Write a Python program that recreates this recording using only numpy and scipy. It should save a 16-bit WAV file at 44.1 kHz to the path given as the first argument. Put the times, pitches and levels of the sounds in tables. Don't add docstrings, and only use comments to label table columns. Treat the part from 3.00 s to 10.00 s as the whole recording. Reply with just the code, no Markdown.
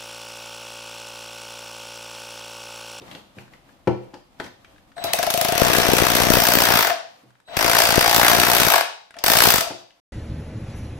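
import sys
import numpy as np
from scipy import signal
from scipy.fft import rfft, irfft
from scipy.io import wavfile
from scipy.ndimage import uniform_filter1d

SR = 44100
rng = np.random.default_rng(int(sys.argv[2]) if len(sys.argv) > 2 else 0)


def store_wav(level_fs):
    pcm = np.round(np.clip(np.atleast_2d(level_fs), -1, 1) * 32767)
    wavfile.write(sys.argv[1], SR, pcm.T.astype(np.int16))


def level_to_linear(level):
    exponent = np.asarray(level, float) / 20
    return 10 ** exponent


N = 308733

# pitch_hz, level_db per Hz
RUMBLE = [(53, -40), (90, -7), (300, -3), (483, -21), (676, -11), (795, -10.5), (1200, -26.5), (1560, -75),
          (2640, -120)]
# pitch_hz, level_db per Hz
RUSTLE = [(290, -29.5), (500, -3), (721, -9.5), (1170, -8), (1520, -13.5), (3020, -15.5), (6100, -23.5),
          (14700, -29.5), (16500, -53)]
# level_db of rumble, rustle, draught
REST_DB = [-64.5, -66.5, -66.5]
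# level_db of rumble, rustle, draught
DUCK_DB = [-12.5, -5.5, -19]
# centre_s, rise_db over rest, length_s
HANDLING = [(0.12, 15.5, 0.13), (0.408, 10.5, 0.058), (0.686, 5, 0.13), (1.07, 2.5, 0.12),
            (1.452, 17.5, 0.057), (1.58, 1.5, 0.055), (.54, 6, .03), (1.717, 4, 0.067), (4.16, 10, 0.16),
            (6.81, 12, .05)]

# start_s, peak_db, brightness_db per octave, left_over_right_db
KNOCKS = [(0.014, -37.5, -1.5, -1), (0.148, -35, 5, -2), (0.369, -32.5, -7, 1), (0.873, -6, -1.5, 6),
          (1.137, -31, 4, 4.0), (1.399, -22.5, 4.5, 2), (2.041, -24, 7, -5), (4.234, -45, -8, -1),
          (6.169, -38.5, 10, 1), (6.607, -26.5, 10, 1), (6.705, -23.5, 4.5, 4)]
# pitch_hz, level_db, t60_s
HOLLOW_MODES = [(123.6, -14, 0.75), (160, -28.5, 0.42), (200, -8, 0.69), (307, 3.5, 0.25),
                (354.5, -6.5, 0.57), (436, -9.5, 0.22), (494.3, -15.5, 0.38), (661.5, -5.5, 0.18),
                (830, -6.5, .15), (1210, -21, .2), (1333, -15.5, .3), (2333, -24, .2), (3350, -29.5, .15)]
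# pitch_hz, level_db per Hz
THUD = [(47, -20), (80, -14.5), (325, -4), (421, -1.5), (493, 0), (776, -10), (857, -6.5), (1270, -21),
        (2440, -35.5), (9000, -72), (11700, -101), (19800, -120)]
# start_s, peak_db, pitch_hz
TICKS = [(.018, -36, 3670), (.08, -31, 1810), (0.113, -26.5, 3500), (0.15, -25, 3120), (0.385, -28.5, 2480),
         (.479, -39, 1740), (0.536, -33, 1890), (.691, -37, 1710), (0.8748, -16, 2330), (1.141, -35, 5100),
         (1.141, -29.5, 1650), (1.37, -54, 2500), (1.3993, -11.5, 1730), (1.442, -26, 1710),
         (1.442, -32, 5800), (1.781, -38, 1780), (1.968, -29, 1700), (1.463, -25, 1780), (1.646, -32, 2300),
         (1.7608, -42, 1780), (1.918, -37, 1780), (1.98, -19, 1655), (4.3527, -42.5, 1790),
         (4.475, -50, 1610), (4.485, -32, 1680), (6.141, -28.5, 2280), (6.187, -21.5, 5130),
         (6.701, -37, 2000), (6.9056, -42, 3040)]
# start_s, peak_db
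TRIGGER_CLICKS = [(4.305, -41), (4.401, -37.5), (4.532, -38), (6.107, -27.5), (6.1665, -25.5)]

# pitch_hz, t60_s
ROOM_DECAY = [(100, 0.24), (260, 0.3), (700, 0.49), (1840, 0.42), (4850, 0.53), (9000, 0.31), (12800, 0.17),
              (15000, 0.15)]
# pitch_hz, level_db
WALLS = [(100, 1.5), (1000, -5.5), (5000, 0.5), (7500, 0), (10000, 0), (12000, -1.5), (16000, 4.5)]

# start_s, end_s, level_db
WHINE = [
    (1.955, 2.15, -50),
    (4.45, 4.56, -60),
]
# pitch_hz, level_db
WHINE_LINES = [(3900, 9), (7850, -2), (11750, -18)]
# pulled_s, let_go_s, crank_stop_s, drone_db, hiss_db
PULLS = [
    (1.967, 2.311, 2.385, -25, -35),
    (2.324, 3.804, 3.92, -26, -28),
    (4.477, 5.649, 5.787, -26.5, -30.5),
    (6.155, 6.585, 6.66, -29, -38.5),
]
# pitch_hz, width_hz, level_db
HOUSING = [(678.8, 32.3, 11), (751, 20, 3), (753, 15, 0.5), (898, 21, -8), (988, 19, -19.5)]

# first_blow_s, blow_count, gap_ms, gap_change_ms per blow, extra_first_gap_ms
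RUNS = [
    (2.0394, 12, 35.53, .125, 58.3),
    (2.5517, 79, 16.684, .0013, 9.8),
    (4.568, 72, 17.56, -.0161, 4.4),
    (6.2388, 21, 17.88, -.1255, 5.2),
]
# crack_db, plaster_db, thump_db over the lean
STRENGTH = [(-27.5, -32.5, 2.5), (-22.5, -23.5, -0.5), (-20.5, -21, -0.5), (-18, -19.5, -2)]
COAST_LOSS_DB = [1.1, 0.73, 0.7]
SEATING_DB = [-1.5, -7.5, -1.5]
# time_s, level_db
LEAN = [
    [(2.04, -68), (2.2, -50), (2.52, -37.5)],
    [(2.62, -27.5), (3.12, -28.5), (3.25, -24.5), (3.37, -23.5), (3.45, -37), (3.52, -28.5), (3.79, -30.5),
     (3.87, -67.5)],
    [(4.57, -28.5), (4.61, -42.5), (4.66, -34.5), (4.84, -35), (5.3, -32), (5.67, -31), (5.71, -57.5)],
    [(6.24, -33.5), (6.38, -33), (6.59, -24.5), (6.62, -60)],
]
# time_s, level_db
BITE = [
    [(2.04, -7.5), (2.19, 6.5), (2.35, -3), (2.52, 0)],
    [(2.66, -1), (2.8, 0), (3.2, -0.5), (3.45, -0.5), (3.75, 5)],
    [(4.6, 2), (4.82, -0.5), (5.0, -0.5), (5.3, 3), (5.67, -1.5), (5.72, 4.5)],
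    [(6.27, 1), (6.54, -0.5), (6.6, -3)],
]
GRIP_CHANGES = [3.3, 4.2, 5.1, 6.1]
# pitch_hz, t60_s, level_db in each of five grips
BIT_MODES = [(4770, 0.091, -31.5, -8, -8.5, -14.5, -8), (5405, 0.05, -6.5, -5.5, -6, -8.5, -7),
             (6010, 0.1, -10, -9.5, -12.5, -12.5, -14), (8010, .05, -24, -21, -20, -12, -7),
             (9100, .04, -22, -20, -20, -15, -12), (11850, .09, -6, -5, -8, -1, -3),
             (14700, 0.026, -7, 8.5, -13.5, 2.5, 5.5), (14500, 0.025, -26.5, -7, -12, -11, -14.5),
             (14400, .05, -31.5, -27.5, -19, -21.5, -16)]
# pitch_hz, level_db per Hz
CRACK = [(1470, -19.5), (2500, -3), (5730, -8), (7730, -9), (10900, -8), (11800, -2.5), (14300, -10),
         (16000, -11.5), (16500, -46)]
# pitch_hz, level_db per Hz
PLASTER = [(180, -49.5), (300, -11.5), (498, -8.5), (660, -5.5), (806, -2), (918, -2), (1200, -5),
           (1620, -3.5), (5000, -21.5), (6500, -82), (11000, -120)]
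# pitch_hz, level_db per Hz
THUMP = [(12, -22), (20, -5), (81, 0.5), (114, 1), (147, 2.5), (179, 0), (209, 2.5), (600, 0.5), (780, -21),
         (1320, -120)]
# pitch_hz, left_over_right_db
PORT_BALANCE = [(60, 22.5), (110, 45.5), (200, 31.5), (380, 9), (700, 7.5), (1290, 10.5), (2380, 5.5),
                (4400, -1.5), (8120, 2), (15000, 7.5)]


def rms_one(x):
    return x / np.sqrt(np.mean(x ** 2) + 1e-20)


def at_hz(points, hz):
    points = np.array(points)
    return np.interp(np.log(hz), np.log(points[:, 0]), points[:, 1])


def colour(x, points):
    hz = np.maximum(np.arange(2049) * SR / 4096, 1)
    cepstrum = irfft(np.log(level_to_linear(at_hz(points, hz))))
    cepstrum[1:2048] *= 2
    cepstrum[2049:] = 0
    kernel = irfft(np.exp(rfft(cepstrum)))
    return signal.fftconvolve(np.atleast_2d(x), kernel[None], axes=1)[:, :N]


def impulses(s, size):
    out = np.zeros(N)
    index = np.clip(np.round(np.asarray(s) * SR).astype(int), 0, N - 1)
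    np.add.at(out, index, size)
    return out + 1e-18


def dying(x, tau):
    return signal.lfilter([1], [1, -np.exp(-1 / (max(tau, 2e-4) * SR))], x)


def ring(x, hz, t60):
    r, w = level_to_linear(-60 / (t60 * SR)), 2 * np.pi * hz / SR
    return signal.lfilter([0, np.sin(w)], [1, -2 * r * np.cos(w), r * r], x)


def bandpass(low, high):
    return signal.butter(2, [low, high], "band", fs=SR, output="sos")


def pair(alike):
    mid, side = rng.standard_normal((2, N))
    alike = np.clip(alike, 0, 1)
    return np.sqrt(alike) * mid + np.sqrt(1 - alike) * side * [[1], [-1]]


def background():
    t = np.arange(N) / SR
    lift = sum(db * np.exp(-((t - s) / length) ** 2) for s, db, length in HANDLING)
    ducked = np.outer(DUCK_DB, t > 2.04)
    return np.array(REST_DB)[:, None] + ducked + np.outer([0.9, 1.0, 0.15], lift)


def air():
    rumble_db, rustle_db, draught_db = background()
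    lumps = level_to_linear(1.2 * rms_one(uniform_filter1d(rng.standard_normal(N), 1500)))
    rumble = level_to_linear(rumble_db + 2.0) * rms_one(colour(pair(1.0), RUMBLE)) * level_to_linear([[2.5], [-2.5]])
    draught = level_to_linear(draught_db + 2.5) * rms_one(signal.sosfilt(bandpass(25, 85), pair(0.49)))
    rustle = level_to_linear(rustle_db + 5.0) * lumps * rms_one(colour(pair(0.5), RUSTLE))
    return rumble + draught + rustle


def knocks():
    out = np.zeros((2, N))
    size = 9000
    t = np.arange(size) / SR
    for s, db, bright_db, pan_db in KNOCKS:
        blow_and_bounce = impulses([0, .0081], [1, .4])[:size]
        contact = blow_and_bounce * (1 + .1 * rng.standard_normal((2, 1)))
        modes = 0
        for hz, level_db, t60 in HOLLOW_MODES:
            mode_db = level_db + bright_db * np.log2(hz / 330) + 2.2 * rng.standard_normal()
            modes = modes + level_to_linear(mode_db) * ring(contact, hz, min(0.67 * t60, 130.0 / hz))
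        tilted = [(hz, level_db + bright_db * np.log2(hz / 330)) for hz, level_db in THUD]
        thud = colour(pair(0.97)[:, :size], tilted)[:, :size]
        thud = thud * np.minimum(t / 0.0046, 1) * np.exp(-t / 0.021)
        body = rms_one(modes) + 0.99 * rms_one(thud)
        pan = np.array([[pan_db], [-pan_db]]) / 2
        i = round(s * SR)
        out[:, i:i + size] += level_to_linear(db + pan) * body / np.abs(body).max()
    return signal.sosfilt(signal.butter(6, 92, "high", fs=SR, output="sos"), out)


def ticks():
    out = np.zeros((2, N))
    grit, edge = bandpass(900, 3650), bandpass(6000, 9200)
    # start_s, peak_db, pitch_hz, length_s, edge_db; the trigger is brighter and shorter
    rows = [(*row, .0065, -24) for row in TICKS]
    rows += [(*row, 1780, 0.0039, -2.5) for row in TRIGGER_CLICKS]
    for s, db, hz, length, edge_db in rows:
        i = round(s * SR)
        puff = rng.standard_normal((2, 3000))
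        puff[1] = 0.29 * puff[0] + 0.53 * puff[1]
        voiced = rms_one(ring(puff, hz, 8.1 / hz))
        voiced += 0.45 * rms_one(signal.sosfilt(grit, puff))
        voiced += level_to_linear(edge_db - 8.0) * rms_one(signal.sosfilt(edge, puff))
        decay = np.exp(-np.arange(3000) / (max(length, .001) * SR))
        out[:, i:i + 3000] += (level_to_linear(db - 12.0) * voiced * decay)[:, :N - i]
    return out


def room(x):
    t, tail = np.arange(SR) / SR, 0
    for hz in 62.5 * 2 ** np.arange(0, 8.3, .5):
        band = bandpass(hz / 2 ** (1 / 4), min(hz * 2 ** (1 / 4), 20000))
        noise = signal.sosfilt(band, rng.standard_normal((2, SR)))
        tail = tail + noise * level_to_linear(-60 * t / at_hz(ROOM_DECAY, hz))
    tail = colour(tail, WALLS)[:, :SR] * np.clip((t - .004) / 0.0056, 0, 1)
    tail = tail / np.sqrt(np.sum(tail ** 2) / 2)
    return signal.fftconvolve(x[None], tail, axes=1)[:, :N]


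def whine():
    t, lines, on = np.arange(N) / SR, 0, 0
    for hz, db in WHINE_LINES:
        lines = lines + level_to_linear(db) * rms_one(ring(rng.standard_normal(N), hz, .14))
    for a, b, db in WHINE:
        on = on + level_to_linear(db) * np.interp(t, [a, a + .03, b - .01, b], [0, 1, 1, 0])
    return on * lines


def throttle():
    t, drone, hiss = np.arange(N) / SR, 0, 0
    choke_s, swell_s, swell_db = 0.027, .025, 0.5
    for on, off, stop, drone_db, hiss_db in PULLS:
        turning_db = np.interp(t, [on, on + 0.088], [-15.5, 0])
        turning_db = turning_db - 301 * np.maximum(t - stop, 0)
        free_db = np.interp(t, [off - choke_s, off, off + swell_s, stop], [0, -17.5, swell_db, 0.25 * swell_db])
        drone = np.maximum(drone, (t > on) * level_to_linear(drone_db + turning_db + free_db))
        hiss = np.maximum(hiss, (t > on) * level_to_linear(hiss_db + 1.4 * turning_db))
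    wander = uniform_filter1d(uniform_filter1d(rng.standard_normal((2, N)), 1800), 1800)
    return level_to_linear(1.8 * rms_one(wander)) * [drone, hiss]


def motor(recoil):
    droning, hissing = throttle()
    rattle = rng.standard_normal(N) * (0.084 + dying(dying(recoil, 0.0033), 0.005) / 90)
    push_and_return = recoil - np.roll(recoil, 32)
    shake = rattle + 9 * push_and_return
    drone = 0
    for k, (hz, width, db) in enumerate(HOUSING):
        mode = level_to_linear(db) * np.sqrt(width) * ring(shake, hz, 1.9 / width)
        drone = drone + mode * (-1) ** k
    evenness = uniform_filter1d(rattle ** 2, 2400) ** .5
    gears = [(300, -46.5), (900, 0.5), (3000, -5.5), (6500, -22.0), (8000, -34.5), (15000, -27.0)]
    hiss = rms_one(colour(pair(.6), gears))
    return droning * rms_one(drone / evenness) + hissing * hiss + whine()


def blows():
    rows = []
    for run, (s, count, gap, change, extra) in enumerate(RUNS):
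        k = np.arange(count)
        coast = (run > 0) * 11.3 * .58 ** (count - 1. - k)
        spin_up = extra * .31 ** k[:-1]
        gaps = np.append(0, gap + change * k[:-1] + spin_up + coast[1:])
        rows.append([s + np.cumsum(gaps) / 1000, run + 0 * k, coast, .5 ** k])
    s, run, coast, fresh = np.concatenate(rows, axis=1)
    return s + .0002 * rng.standard_normal(len(s)), run.astype(int), coast, fresh


def force(s, run, coast, fresh):
    bite = np.interp(s, *np.concatenate(BITE).T)
    lean = np.interp(s, *np.concatenate(LEAN).T)
    effort = np.array([0.16 * bite, bite, lean])
    return np.array(STRENGTH)[run].T + effort - np.outer(COAST_LOSS_DB, coast) + np.outer(SEATING_DB, fresh)


def bit_ring(s, size_db, pace):
    grip = np.searchsorted(GRIP_CHANGES, s)
    steel, strike = 0, rng.standard_normal((len(s), len(BIT_MODES), 2))
    for k, (hz, t60, *level_db) in enumerate(BIT_MODES):
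        size = pace * level_to_linear(size_db + np.array(level_db)[grip] + 6.0 + 1.8 * strike[:, k, 0])
        jolt = dying(impulses(s + abs(.0015 * strike[:, k, 1]), size), .0025)
        jolt = jolt * rng.standard_normal(N) / 12
        steel = steel + ring(jolt, hz * .991, .5 * t60) + ring(jolt, hz * 1.009, .4 * t60)
    return steel


def wall_thump(s, thump_db, pace, luck):
    dent = impulses(s + .0005, pace * level_to_linear(thump_db - 2.5 + 1.5 * luck[:, 4]))
    spring_back = impulses(s + 0.0036 + 0.00063 * luck[:, 0], pace * level_to_linear(thump_db + 6.4 * luck[:, 5]))
    push = spring_back - dent
    judder = dying(impulses(s, pace * level_to_linear(thump_db + 2.1 * luck[:, 7])), 0.0027)
    judder = 0.17 * judder * rng.standard_normal(N)
    stray = impulses(s + .004, pace * level_to_linear(thump_db - 10.0) * luck[:, 6])
    ports = colour([push + judder, stray + level_to_linear(-30.5) * push], THUMP)
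    return level_to_linear(-1.5) * ports / colour(impulses(s, 1.), THUMP).std()


def hammer():
    s, run, coast, fresh = blows()
    pace = np.sqrt(np.clip(np.diff(s, append=9), 0, .04) * 60)
    crack_db, plaster_db, thump_db = force(s, run, coast, fresh)
    luck = rng.standard_normal((len(s), 8))
    rebound_s = s + .0035 + .0012 * luck[:, 0]

    def burst_of_noise(db, tau, rebound_db, spectrum, alike):
        size = pace * level_to_linear(db)
        rebound = impulses(rebound_s, size * level_to_linear(rebound_db + 2.64 * luck[:, 1]))
        envelope = dying(impulses(s, size) + rebound, tau)
        return colour(envelope * pair(alike), spectrum) / colour(pair(alike), spectrum).std()

    crack = burst_of_noise(crack_db + 10 + 2.6 * luck[:, 2], 0.0026, -10, CRACK, 0.46)
    plaster = burst_of_noise(plaster_db + 10.5 + 1.03 * luck[:, 3], 0.0035, -5.5, PLASTER, 0.86)
    thump = wall_thump(s, thump_db, pace, luck)
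    steel = bit_ring(s, crack_db, pace)
    recoil = impulses(s + .0045 * pace, pace * (1 - 0.78 * fresh ** 2))
    return crack + plaster + steel, thump, recoil


def scene():
    small = knocks() + ticks()
    airborne, thump, recoil = hammer()
    left, right = airborne + motor(recoil)
    shadow = [(hz, -db) for hz, db in PORT_BALANCE]
    right = colour(np.roll(right, 8), shadow)[0]
    wet = level_to_linear([[-5], [-7.5]]) * room(left + level_to_linear(-16.5) * thump[0])
    wet = wet + level_to_linear(-4.5) * room(small.mean(axis=0))
    return np.array([left, right]) + thump + small + wet + air()


def top_cut(x):
    return signal.sosfilt(signal.butter(12, 16780, fs=SR, output="sos"), x)


def record(dry):
    cut = signal.cheby2(12, 60, 16700, fs=SR, output="sos")
    overloaded = np.clip(dry, -1.05, 1.05)
    mix = np.clip(signal.sosfilt(cut, overloaded), -1, 1)
    return top_cut(mix)


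dry = scene()
out = record(dry)
store_wav(out)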